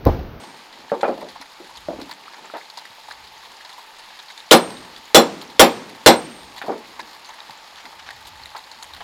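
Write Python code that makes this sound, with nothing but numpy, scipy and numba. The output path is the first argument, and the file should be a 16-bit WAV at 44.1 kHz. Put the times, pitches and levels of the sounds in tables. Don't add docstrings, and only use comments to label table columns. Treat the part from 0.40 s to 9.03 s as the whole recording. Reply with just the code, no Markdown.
import sys
import numpy as np
from scipy import signal
from scipy.fft import rfft, irfft
from scipy.io import wavfile
from scipy.ndimage import uniform_filter1d
from numba import njit

SR = 44100
rng = np.random.default_rng(int(sys.argv[2]) if len(sys.argv) > 2 else 0)


def dump(signal):
    limited = np.clip(np.atleast_2d(signal).T, -1, 1)
    pcm = np.round(limited * 32767).astype(np.int16)
    wavfile.write(sys.argv[1], SR, pcm)


def voltage_ratio(level):
    return 10 ** (np.asarray(level, float) / 20)


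N = 380583

# t/s, level/dB
WIND = [(0.0, -80), (0.86, -60.5), (1.25, -70), (1.39, -54), (1.6, -54.5), (1.9, -79), (2.4, -92),
        (2.7, -65), (3.5, -80), (3.92, -78), (4.23, -59), (4.73, -72), (6.2, -62), (7.07, -72), (7.28, -72),
        (7.88, -61), (8.17, -72), (8.63, -64)]
# f/Hz, density/dB per Hz
STREAM = [(76, -44), (130, -19.5), (649, -12), (790, -5), (885, 2), (1000, -8.5), (1110, -5), (1420, -11),
          (1740, -7), (2760, -7.5), (4290, -6.5), (5300, -11.5), (5920, -18), (6810, -14), (7840, -23),
          (12400, -25), (15800, -31)]
# t/s, hollow trickle level/dB, spray level/dB
FLOW = [
    (0.0, -46.5, -52),
    (3.72, -47.5, -50),
    (5.24, -46, -50.5),
    (6.59, -45.5, -50.5),
    (8.63, -47, -50),
]
# centre f/Hz, pitch spread/dB, t60/s, level/dB
DROPS = [(3990, 4.5, 0.0057, 1), (934, 2.5, 0.022, -6.5), (1830, 3.5, 0.0067, 0), (8900, 10.5, 0.0048, 8.5)]
# t/s, bright level/dB, fizz above it/dB
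SPRAYS = [(0.3306, -35, -26), (0.889, -30.5, -18), (1.1196, -36, -20), (1.3565, -32, -25),
          (1.3742, -29, -20), (1.6156, -31, -20), (2.302, -33, -26), (2.3755, -22.5, -26),
          (3.0547, -34, -24), (3.252, -30.5, -32), (3.5874, -33.5, -13), (3.6403, -36, -17),
          (3.7928, -27.5, -27), (3.884, -33, -34), (3.9792, -30.5, -19), (4.37, -37, -23),
          (4.565, -33, -23), (5.017, -26, -18), (5.1042, -33, -21), (5.496, -34, -15), (6.677, -34, -25),
          (6.734, -33, -23), (6.8491, -31.5, -19), (7.8725, -30.5, -11.5), (8.0585, -37, -10),
          (8.3163, -34, -18.5), (8.428, -27, -15), (8.5372, -34, -26)]
# t/s, bright level/dB, hollow above it/dB, middle above it/dB
SPLASHES = [(0.038, -31.5, 4.5, -7), (0.611, -26.5, 0, -3), (0.6814, -33.5, 8, -2), (1.0152, -28, 0, 1),
            (1.696, -33, 8, -6), (1.714, -25.5, -2, -1), (1.938, -41.5, 12.5, 9), (2.2094, -45, -5.5, 8),
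            (2.4546, -32.5, -16, 0), (2.704, -37, 1, 5), (2.712, -30.5, 3, 4.5), (3.1687, -39, -9, 0),
            (3.2083, -36, -11, 3), (3.296, -31, 2, 1), (3.3305, -31.5, 3, -14), (3.904, -33, 1, -2),
            (4.3057, -32, 6, -16), (6.034, -36, -7, -17), (6.1648, -30.5, 4, -4), (6.183, -26, -4, -5),
            (6.218, -32.5, -9, 9.5), (6.5955, -25, -1, 3), (7.108, -31.5, -15, 0.5), (7.4562, -31, 4, 0),
            (7.7075, -30, 2.5, 3.5), (7.855, -34.5, 5, -1), (8.1667, -28.5, 6.5, 2.5), (8.5674, -34, -6, 0),
            (8.6068, -36, 1, 6)]
# t/s, hollow level/dB
GULPS = [(0.0897, -30), (0.8116, -25), (0.9574, -31), (1.2964, -30), (1.8714, -39), (1.9844, -30),
         (2.171, -25), (2.6854, -29), (3.0294, -30), (3.1163, -33), (3.3812, -27.5), (4.4508, -29),
         (6.1482, -35), (6.265, -23.5), (6.8914, -23.5), (7.5264, -29), (7.5524, -31)]
# t/s, bright level/dB, middle above it/dB
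TICKS = [(1.616, -19, -2), (1.8801, -41, -8), (2.3012, -26, -9), (2.454, -25.5, -5), (3.1686, -31, -8),
         (4.0028, -21, -23), (6.9074, -30, -11), (7.004, -26, -2), (7.096, -26, -7), (7.108, -32, -6),
         (7.3584, -25, -8), (7.4495, -31, -8), (7.6899, -22, 8), (7.708, -28, -1), (8.0353, -27, -19),
         (8.058, -28, -6), (8.3163, -29, -12), (8.5365, -26, -8), (8.5484, -22, -9)]
# t/s, peak level/dB, f/Hz
BLIPS = [(0.5043, -33, 3570), (0.6115, -28, 4000), (1.617, -25, 4300), (2.2564, -31, 4130),
         (2.3012, -32, 4420), (2.3755, -32, 4170), (2.3872, -24, 3850), (2.4543, -33, 3500),
         (2.72, -26, 3980), (3.1687, -34, 4710), (3.792, -31, 3900), (3.8841, -30, 3990),
         (3.903, -26, 3640), (3.9784, -25, 4100), (4.003, -23, 3700), (4.3046, -28, 4530),
         (4.37, -24.5, 3610), (4.565, -26.5, 4460), (5.016, -29, 3710), (6.907, -33, 3660),
         (7.004, -21, 3650), (7.0954, -36, 3750), (7.359, -28, 3440), (7.4484, -38, 3950),
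         (7.6894, -31, 3540), (8.036, -21.5, 4100), (8.058, -22, 3770), (8.0925, -29, 3920),
         (8.1666, -35, 4180), (8.1923, -26, 3780), (8.2402, -28, 4090), (8.3155, -23.5, 3950),
         (8.4267, -27, 4150), (8.537, -24, 3760), (8.5484, -28, 4030),
         (0.6125, -31, 6660), (1.0151, -30, 5590), (1.3723, -30, 6810), (1.737, -31, 7260),
              (2.0562, -31, 7070), (2.377, -26.5, 6550), (2.7252, -33, 6700), (2.9791, -34, 6120),
              (3.1687, -38, 6570), (3.2904, -36, 6220), (3.8267, -32, 6290), (3.922, -35, 6410),
              (3.9779, -33, 6630), (4.0632, -35, 5770), (4.6553, -30, 6600), (5.012, -33, 6500),
              (5.0789, -31, 5500), (6.1769, -30, 6900), (6.5939, -40, 6810), (6.8598, -36, 6830),
              (6.8932, -29, 6300), (7.0973, -38, 6680), (7.1766, -35, 7000), (8.0581, -36, 6750),
              (8.1783, -31, 6680), (8.3155, -32, 6570), (8.4315, -22, 6570),
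         (0.961, -23.5, 870), (1.014, -26, 940), (1.88, -24, 1230), (2.213, -27, 2020),
             (2.454, -28, 1880), (2.686, -24.5, 821), (2.712, -22, 1760), (3.907, -27, 2100),
             (6.596, -19, 980), (7.096, -27, 870), (7.53, -28, 1050), (1.718, -27, 1900),
             (2.377, -28, 1030), (2.713, -26, 1100), (7.998, -29, 890), (8.058, -25, 1950),
             (8.155, -22, 1030), (8.337, -33, 826), (8.507, -30, 1010), (8.58, -32, 848)]
# t/s, length/s, level/dB
RUSTLES = [(1.95, .06, -49), (2.06, 0.029, -51), (6.99, 0.026, -46), (7.185, .05, -44), (7.41, 0.15, -47),
           (7.6, 0.028, -40), (7.68, 0.072, -45)]
# t/s, length/s, level/dB
SHUFFLES = [(.42, 0.22, -50), (1.85, 0.9, -60), (2.03, 0.12, -53), (3.1, .15, -59), (6.12, .2, -57),
            (6.5, 0.34, -54), (7.1, 0.04, -53), (7.46, 0.084, -55), (8.6, .1, -61)]

# f/Hz, density/dB per Hz
WOOD = [(35, -61), (60, -42), (227, -5), (679, -4.5), (763, -3.5), (1940, -13.5), (4190, -16), (9050, -19),
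        (9930, -17), (14100, -26.5), (15800, -49)]
# f/Hz, t60/s
WOOD_T60 = [(60, 1), (250, 0.33), (600, 0.3), (1500, 0.25), (4000, 0.22), (10000, 0.069), (16000, 0.26)]
# t/s, peak level/dB, strongest board tone f/Hz, contact/ms
KNOCKS = [(0.518, -8.5, 578, 1.03), (0.631, -7, 572, 0.66), (0.642, -11.5, 753, 0.6),
          (0.654, -24, 796, 0.55), (0.681, -9, 623, 0.93), (0.693, -20, 342, 1.1), (0.719, -17.5, 535, 2),
          (0.777, -23.5, 650, 1.2), (0.824, -19.5, 600, 1.36), (1.201, -29, 347, 1.6),
          (1.486, -15.5, 613, 1.35), (1.509, -22, 640, 1.6), (1.532, -38, 616, 1.1),
          (1.586, -22.5, 284, 1.15), (1.619, -25.5, 284, 2.8), (1.66, -40, 262, 2.2),
          (2.044, -29.5, 900, 0.4), (2.137, -19.5, 620, 0.47), (2.149, -20, 927, 0.56),
          (6.217, -20, 810, 0.27), (6.239, -25, 516, 0.92), (6.282, -11, 704, 1.37),
          (6.293, -12.5, 763, 0.93), (6.318, -22, 445, 0.51), (6.349, -25.5, 420, 2.5),
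          (6.594, -29, 920, 1.9), (7.095, -41, 860, 0.48), (7.459, -37, 950, 0.77), (8.148, -24, 980, 0.31),
          (8.606, -24, 826, 0.29)]
# t/s, f/Hz, t60/s, level/dB
REBOUNDS = [(.499, 1750, 0.022, -29), (0.6, 530, .03, -28), (.631, 790, 0.037, -12), (.694, 590, .03, -12),
            (1.4855, 624, 0.046, -13.5), (1.497, 580, 0.036, -32), (1.505, 653, .03, -18.5),
            (1.533, 600, 0.034, -22.5), (2.1, 1320, 0.012, -25), (6.216, 1500, 0.012, -20),
            (1, 274, .1, -40), (2.5, 100, 0.082, -41), (7.095, 130, .12, -42.5), (7.74, 106, 0.21, -42),
            (8.15, 900, .06, -27.5), (6.605, 1700, 0.092, -36), (.633, 1400, .05, -20),
            (.52, 1600, .05, -35), (6.87, 6250, 0.11, -46)]
# t/s, f/Hz, t60/s, level/dB
CLINK = (.655, 2440, .09, -31)

# t/s, strength/dB, contact/ms, main boards/dB, slope echo/dB
BLOWS = [
    (-.42, 13, 0.055, -8, -15.5),
    (4.1126, 8.5, 0.05, -11.5, -24.5),
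    (4.7459, 8.5, 0.059, -11.5, -24),
    (5.1947, 10, 0.036, -13, -24),
    (5.6612, 9, 0.05, -11.5, -26),
]
# f/Hz, density/dB per Hz
ECHO = [(80, -10), (250, 0.5), (900, -10), (2500, -17.5), (6000, -24), (16000, -49)]
# f/Hz, level/dB, t60/s, delay/s
BOARDS = [(183, -21, .2, .03), (238.4, -16, .2, .036), (272, -18, .3, .002), (329, -10, .24, 0.00602),
          (368, -17, .18, .02), (410.8, -16, .26, .012), (468.5, -6.5, .28, .004),
          (510.8, -5, 0.18, 0.00199), (555, -13, .24, .03), (615, -4, .17, .002), (662, -10, .12, .014),
          (1437, -9, .13, .002)]
# f/Hz, t60/s; then level/dB per blow, changing as the nail sinks
STRUCK = [(710, .24), (785, .26), (856, .22), (910, .2), (962, .2)]
STRUCK_DB = [
    [-17, -17, -11.5, -17.5, -16],
    [-14, -14, -13, -14, -20],
    [-13, -14, -12.5, -10.5, -22],
    [-10, -10, -8.5, -6, -9],
]
# t/s, f/Hz, t60/s, level/dB
SLAPS = [(4.15, 790, 0.11, -12), (4.143, 940, 0.11, -12), (4.765, 1450, .1, -16), (5.212, 912, .1, -8),
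         (5.682, 920, 0.071, -3.5), (4.11, 3100, 0.026, 0.5), (4.748, 6000, 0.044, -4),
         (4.75, 3650, .08, -9), (4.76, 3900, .1, -12)]
# f/Hz, spread/Hz
STEEL = [(3480, 300), (4050, 260), (4750, 120), (5600, 400), (7330, 220), (7950, 120), (9850, 60),
         (12200, 200), (13770, 70), (14600, 120)]
STEEL_T60 = [0.11, 0.15, 0.17, 0.12, .17, 0.15, 0.15, 0.12, 0.13, 0.13]
STEEL_DB = [
    [-13, -18, -43, -33.5, -40, -23, -17, -33, -32, -21],
    [-6, -14.5, -46, -13.5, -17.5, -24, -20, -37, -18, -33],
    [-10, -25, -24, -14.5, -22, -34, -18, -32, -27, -28],
    [-13, -18.5, -26, -16.5, -23, -25, -41, -29, -41, -35],
]
CRACK_HZ = [3845, 3990, 3224, 4130]
CRACK_DB = [-0.56, -2.2, 0.39, -1.7]
# f/Hz, t60/s; then level/dB per blow
STRANDS = [(2094, 0.18), (2890, 0.13), (3228, .11), (3466, 0.2), (4143, .2), (5545, 0.28), (7370, 0.24)]
STRANDS_DB = [
    [-32, -15, -13, -14, -14, -39, -32],
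    [-19, -14, -14, -13, -12, -25, -22],
    [-18, -14, -11, -17, -20, -24, -26],
    [-15.5, -17, -14, -12, -11, -31, -26],
]
# t/s, f/Hz, drift/Hz per s; then level/dB, t60/s
HEAD = [(-.42, 8549, 0), (4.113, 8562, -80), (4.746, 8540, 30), (5.195, 8532, 60), (5.661, 8555, 0)]
HEAD_RING = [(-24, 0.9), (-27, 0.65), (-41, 0.62), (-30, 0.47), (-26.5, 0.78)]
# t/s, width/s, depth/0-1
HEAD_DIPS = [(4.19, 0.015, .95), (4.282, 0.014, 0.4), (5.265, .04, .95), (5.75, 0.011, .9),
             (5.816, .012, 0.9), (5.838, 0.0088, .6), (5.885, 0.022, 0.9), (5.94, .012, 0.5)]
THUMP_DB = [-36, -32, -25, -20]


def on_log(table, hz):
    f, value = np.transpose(table)
    return np.interp(np.log(hz), np.log(f), value)


@njit
def add(out, start, hz, t60, gain, glide):
    for k in range(len(hz)):
        step = np.exp(2j * np.pi * hz[k] / SR - np.log(1000) / (t60[k] * SR))
        turn = np.exp(2j * np.pi * glide[k] / SR / SR)
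        z = gain[k] + 0j
        first = int(start[k] * SR)
        for i in range(first, min(len(out), first + int(1.17 * t60[k] * SR))):
            if i >= 0:
                out[i] += z.imag
            z *= step
            step *= turn


def ring(start, hz, t60, gain, glide=0):
    out = np.zeros(N)
    rows = np.broadcast_arrays(start, np.clip(hz, 20, .45 * SR), np.maximum(t60, .001), gain, glide)
    add(out, *(np.ravel(v) * 1. for v in rows))
    return out


def ring_events(table):
    s, hz, t60, db = np.transpose(table)
    return ring(s, hz, t60, voltage_ratio(db))


def band(lo_hz, hi_hz, table):
    hz = np.maximum(np.arange(N // 2 + 1) * SR / N, 1)
    edges = np.sqrt((1 + (lo_hz / hz) ** 8) * (1 + (hz / hi_hz) ** 8))
    return irfft(rfft(rng.standard_normal(N)) * voltage_ratio(on_log(table, hz)) / edges, N)


def walk(rate):
    hold = int(SR / rate)
    steps = np.repeat(rng.standard_normal(N // hold + 1), hold)
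    return 0.91 * uniform_filter1d(uniform_filter1d(steps, hold), hold)[:N]


def high_pass(x, edge_hz, order=3):
    return signal.sosfilt(signal.butter(order, edge_hz, "high", fs=SR, output="sos"), x)


def wind(db):
    calm = band(14.2, 58, [(20, 5), (70, -5)])
    gusts = band(14, 294, [(20, -19.0), (70, -1.5), (130, -13.5), (300, -14.5)])
    calm_db = -76
    return voltage_ratio(db + 29.5 + 6.1 * walk(6.5)) * gusts + voltage_ratio(calm_db) * calm / np.std(calm)


def stream(hollow_db, spray_db):
    water, swell = 0, walk(3.46)
    for hz in 130 * 2 ** np.arange(0, 7.2, 1 / 2):
        spray_share = np.interp(np.log(hz), np.log([1200, 2500]), [0, 1])
        db = 0.21 * swell + 2.0 * walk(22) + spray_share * (spray_db - hollow_db)
        water = water + voltage_ratio(db) * band(hz / 2 ** (1 / 4), hz * 2 ** (1 / 4), STREAM)
    at, pitch, size = rng.random((5000, 3)).T
    hz = 500 * 2 ** (4.6 * pitch)
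    size_db = -4.9 * np.log(size + .08)
    gain = voltage_ratio(on_log(STREAM, hz) + size_db - 14.5) * np.sqrt(hz / 1000)
    bubbles = ring(at * N / SR, hz, 16 / hz, gain, glide=0.016 * hz ** 2)
    return voltage_ratio(hollow_db + 16.5) * (water + high_pass(bubbles, 434))


def spatters(s, bright_db, hollow_db, middle_db, fizz_db, length_s):
    parts_db = np.transpose(np.broadcast_arrays(0 * s, hollow_db, middle_db, fizz_db))
    db = bright_db[:, None] + parts_db
    when, also, pitch, size = rng.random((len(s), 4, 4, 26)).transpose(1, 0, 2, 3)
    hz, spread_db, t60, part_db = (column[:, None] for column in np.transpose(DROPS))
    same = .35
    pitch = same * pitch[..., :1] + (1 - same) * pitch
    start = s[:, None, None] - .1 * length_s + length_s * when * also
    gain = voltage_ratio(db[..., None] + part_db - 3.5) * size
    return high_pass(ring(start, hz * voltage_ratio(spread_db * (pitch - .5)), t60, gain), 590)


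def crackle(count):
    at, size, hollow, middle, fizz = rng.random((count, 5)).T
    bright_db = -47 - 3.7 * np.log(size + .2)
    return spatters(at * N / SR, bright_db, 12 * hollow - 11, 16 * middle - 13, 14 * fizz - 25, length_s=.012)


def splashing():
    s, db, fizz_db = np.transpose(SPRAYS)
    out = spatters(s, db, -3, -8, fizz_db, length_s=0.028)
    out += spatters(*np.transpose(SPLASHES), fizz_db=-20, length_s=0.027)
    s, hollow_db = np.transpose(GULPS)
    bright_db, middle_db, fizz_db = -12, -11, -26.5
    out += spatters(s, hollow_db + bright_db, -bright_db, middle_db - bright_db, fizz_db - bright_db,
                    length_s=0.023)
    s, db, middle_db = np.transpose(TICKS)
    drop_db = -13
    return out + spatters(s, db + drop_db, -21, middle_db, -18.5, length_s=0.0025)


def blips():
    s, db, hz = np.transpose(BLIPS)
    t60 = 32 * np.sqrt(hz / 4000) / hz
    gain, rise = voltage_ratio(db + 1), 0.006 * hz ** 2
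    return ring(s, hz, t60, gain, rise) - ring(s, hz, t60 / 4, gain, rise)


def swells(table, lo_hz, hi_hz, flutter_db):
    s, length, db = np.transpose(table)[..., None]
    since = np.arange(N) / SR - s
    shape = np.sum(voltage_ratio(db) * np.exp(-2 * (since / (length / 2)) ** 2), axis=0)
    noise = band(lo_hz, hi_hz, [(100, 5), (8000, -12)])
    return shape * voltage_ratio(flutter_db * walk(90)) * noise / np.std(noise)


def deck(s, db, contact_ms, damping, spread_s, top_hz, light, count, alike_hz=0):
    place, late, share = rng.random((len(s), 3, count)).transpose(1, 0, 2)
    place = (np.arange(count) + place) / count
    hz = 80 + top_hz * place ** (3 / 2)
    alike = hz[0] < alike_hz
    hz, late, share = [np.where(alike, v[0], v) for v in (hz, late, share)]
    density = np.sqrt(top_hz * np.sqrt(place) / 250 / count)
    gain = (2 * share - 1) * density * voltage_ratio(db[:, None] + on_log(WOOD, hz))
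    cycles = hz * contact_ms[:, None]
    gain /= 1 + (cycles / 1000) ** 3
    gain /= np.sqrt(1 + (light / cycles) ** 4)
    t60 = damping[:, None] * on_log(WOOD_T60, hz) * voltage_ratio(7.0 * np.roll(late, 1, axis=1) - 5.5)
    return ring(s[:, None] + spread_s * late ** 3, hz, t60, gain)


def knocks():
    s, db, board_hz, contact_ms = np.transpose(KNOCKS)
    damping = 0.45 + 0.38 * contact_ms
    board = ring(s, board_hz, .12 * damping, voltage_ratio(db - 8.0))
    board += ring_events([CLINK]) + ring_events(REBOUNDS)
    low = deck(s, db + 2.0, contact_ms, damping, spread_s=0.00805, top_hz=4980, light=270, count=300)
    return high_pass(board + low, 162)


def slope_echo():
    s, echo_db = np.transpose(BLOWS)[[0, 4]]
    since = np.arange(N) / SR - s[:, None]
    wash = voltage_ratio(echo_db[:, None] - 60 * np.abs(since)) * np.clip(since / 0.0203, 0, 1)
    echo = band(40, 16940, ECHO)
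    return echo / np.std(echo) * np.sum(wash, axis=0)


def cluster(at, hz, spread_hz, t60, db, spread_s, count):
    detune, late = rng.random((len(hz), 2, count)).transpose(1, 0, 2)
    place = (np.arange(count) + detune) / count - .5
    partner_hz = hz[:, None] + spread_hz[:, None] * place
    return ring(at + spread_s * late, partner_hz, t60[:, None], voltage_ratio(db)[:, None])


def struck_boards():
    s, db, contact_ms, boards_db, _ = np.transpose(BLOWS)
    out = deck(s, db, contact_ms, np.full(len(s), 0.86), spread_s=.022, top_hz=16915, light=16.4,
               count=1800, alike_hz=1100)
    hz, mode_db, t60, late_s = np.transpose(BOARDS)
    for at, all_db in zip(s, db + boards_db):
        out += cluster(at + late_s[:, None], hz, hz / 60, t60, mode_db + all_db, spread_s=.0003, count=2)
    out += ring(s[1:, None] + 0.003945, *np.transpose(STRUCK), voltage_ratio(STRUCK_DB))
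    return out + ring_events(SLAPS)


def hammer_head():
    at, hz, drift = np.transpose(HEAD)
    db, t60 = np.transpose(HEAD_RING)
    dip_s, width, depth = np.transpose(HEAD_DIPS)[..., None]
    dips = depth * np.exp(-((np.arange(N) / SR - dip_s) / width) ** 2)
    return np.prod(1 - dips, axis=0) * ring(at, hz, t60, voltage_ratio(db), glide=drift)


def struck_steel():
    s = np.transpose(BLOWS)[0, 1:]
    out = ring(s, CRACK_HZ, 0.039, voltage_ratio(CRACK_DB))
    for at, steel_db in zip(s, STEEL_DB):
        out += cluster(at, *np.transpose(STEEL), np.array(STEEL_T60), steel_db, spread_s=.012, count=5)
    hz, t60 = np.transpose(STRANDS)
    gain, at = voltage_ratio(STRANDS_DB), s[:, None]
    out += ring(at, hz, t60, gain)
    out += ring(at + .006, hz * 1.011, t60, gain * voltage_ratio(-9))
    return out + ring(at + 0.0097, hz * .976, t60 * 0.74, gain * voltage_ratio(-6))


def blows():
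    return high_pass(slope_echo() + struck_boards() + hammer_head() + struck_steel(), 124)


def scene():
    t = np.arange(N) / SR
    s, hollow_db, spray_db = np.transpose(FLOW)
    out = wind(np.interp(t, *np.transpose(WIND)))
    out += stream(np.interp(t, s, hollow_db), np.interp(t, s, spray_db))
    out += crackle(count=700) + splashing() + blips()
    out += swells(RUSTLES, 990, 4900, flutter_db=5) + swells(SHUFFLES, 200, 690, flutter_db=2.5)
    return (out + knocks() + blows())[None]


def low_pass(x):
    return signal.sosfilt(signal.butter(12, 15990, fs=SR, output="sos"), x)


def record(dry):
    ceiling = 1.05
    flat = dry / (1 + np.abs(dry / ceiling) ** 14) ** (1 / 14)
    thump = ring(np.transpose(BLOWS)[0, 1:], 45, 0.14, voltage_ratio(THUMP_DB))
    return low_pass(flat + thump)


dry = scene()
out = record(dry)
dump(out)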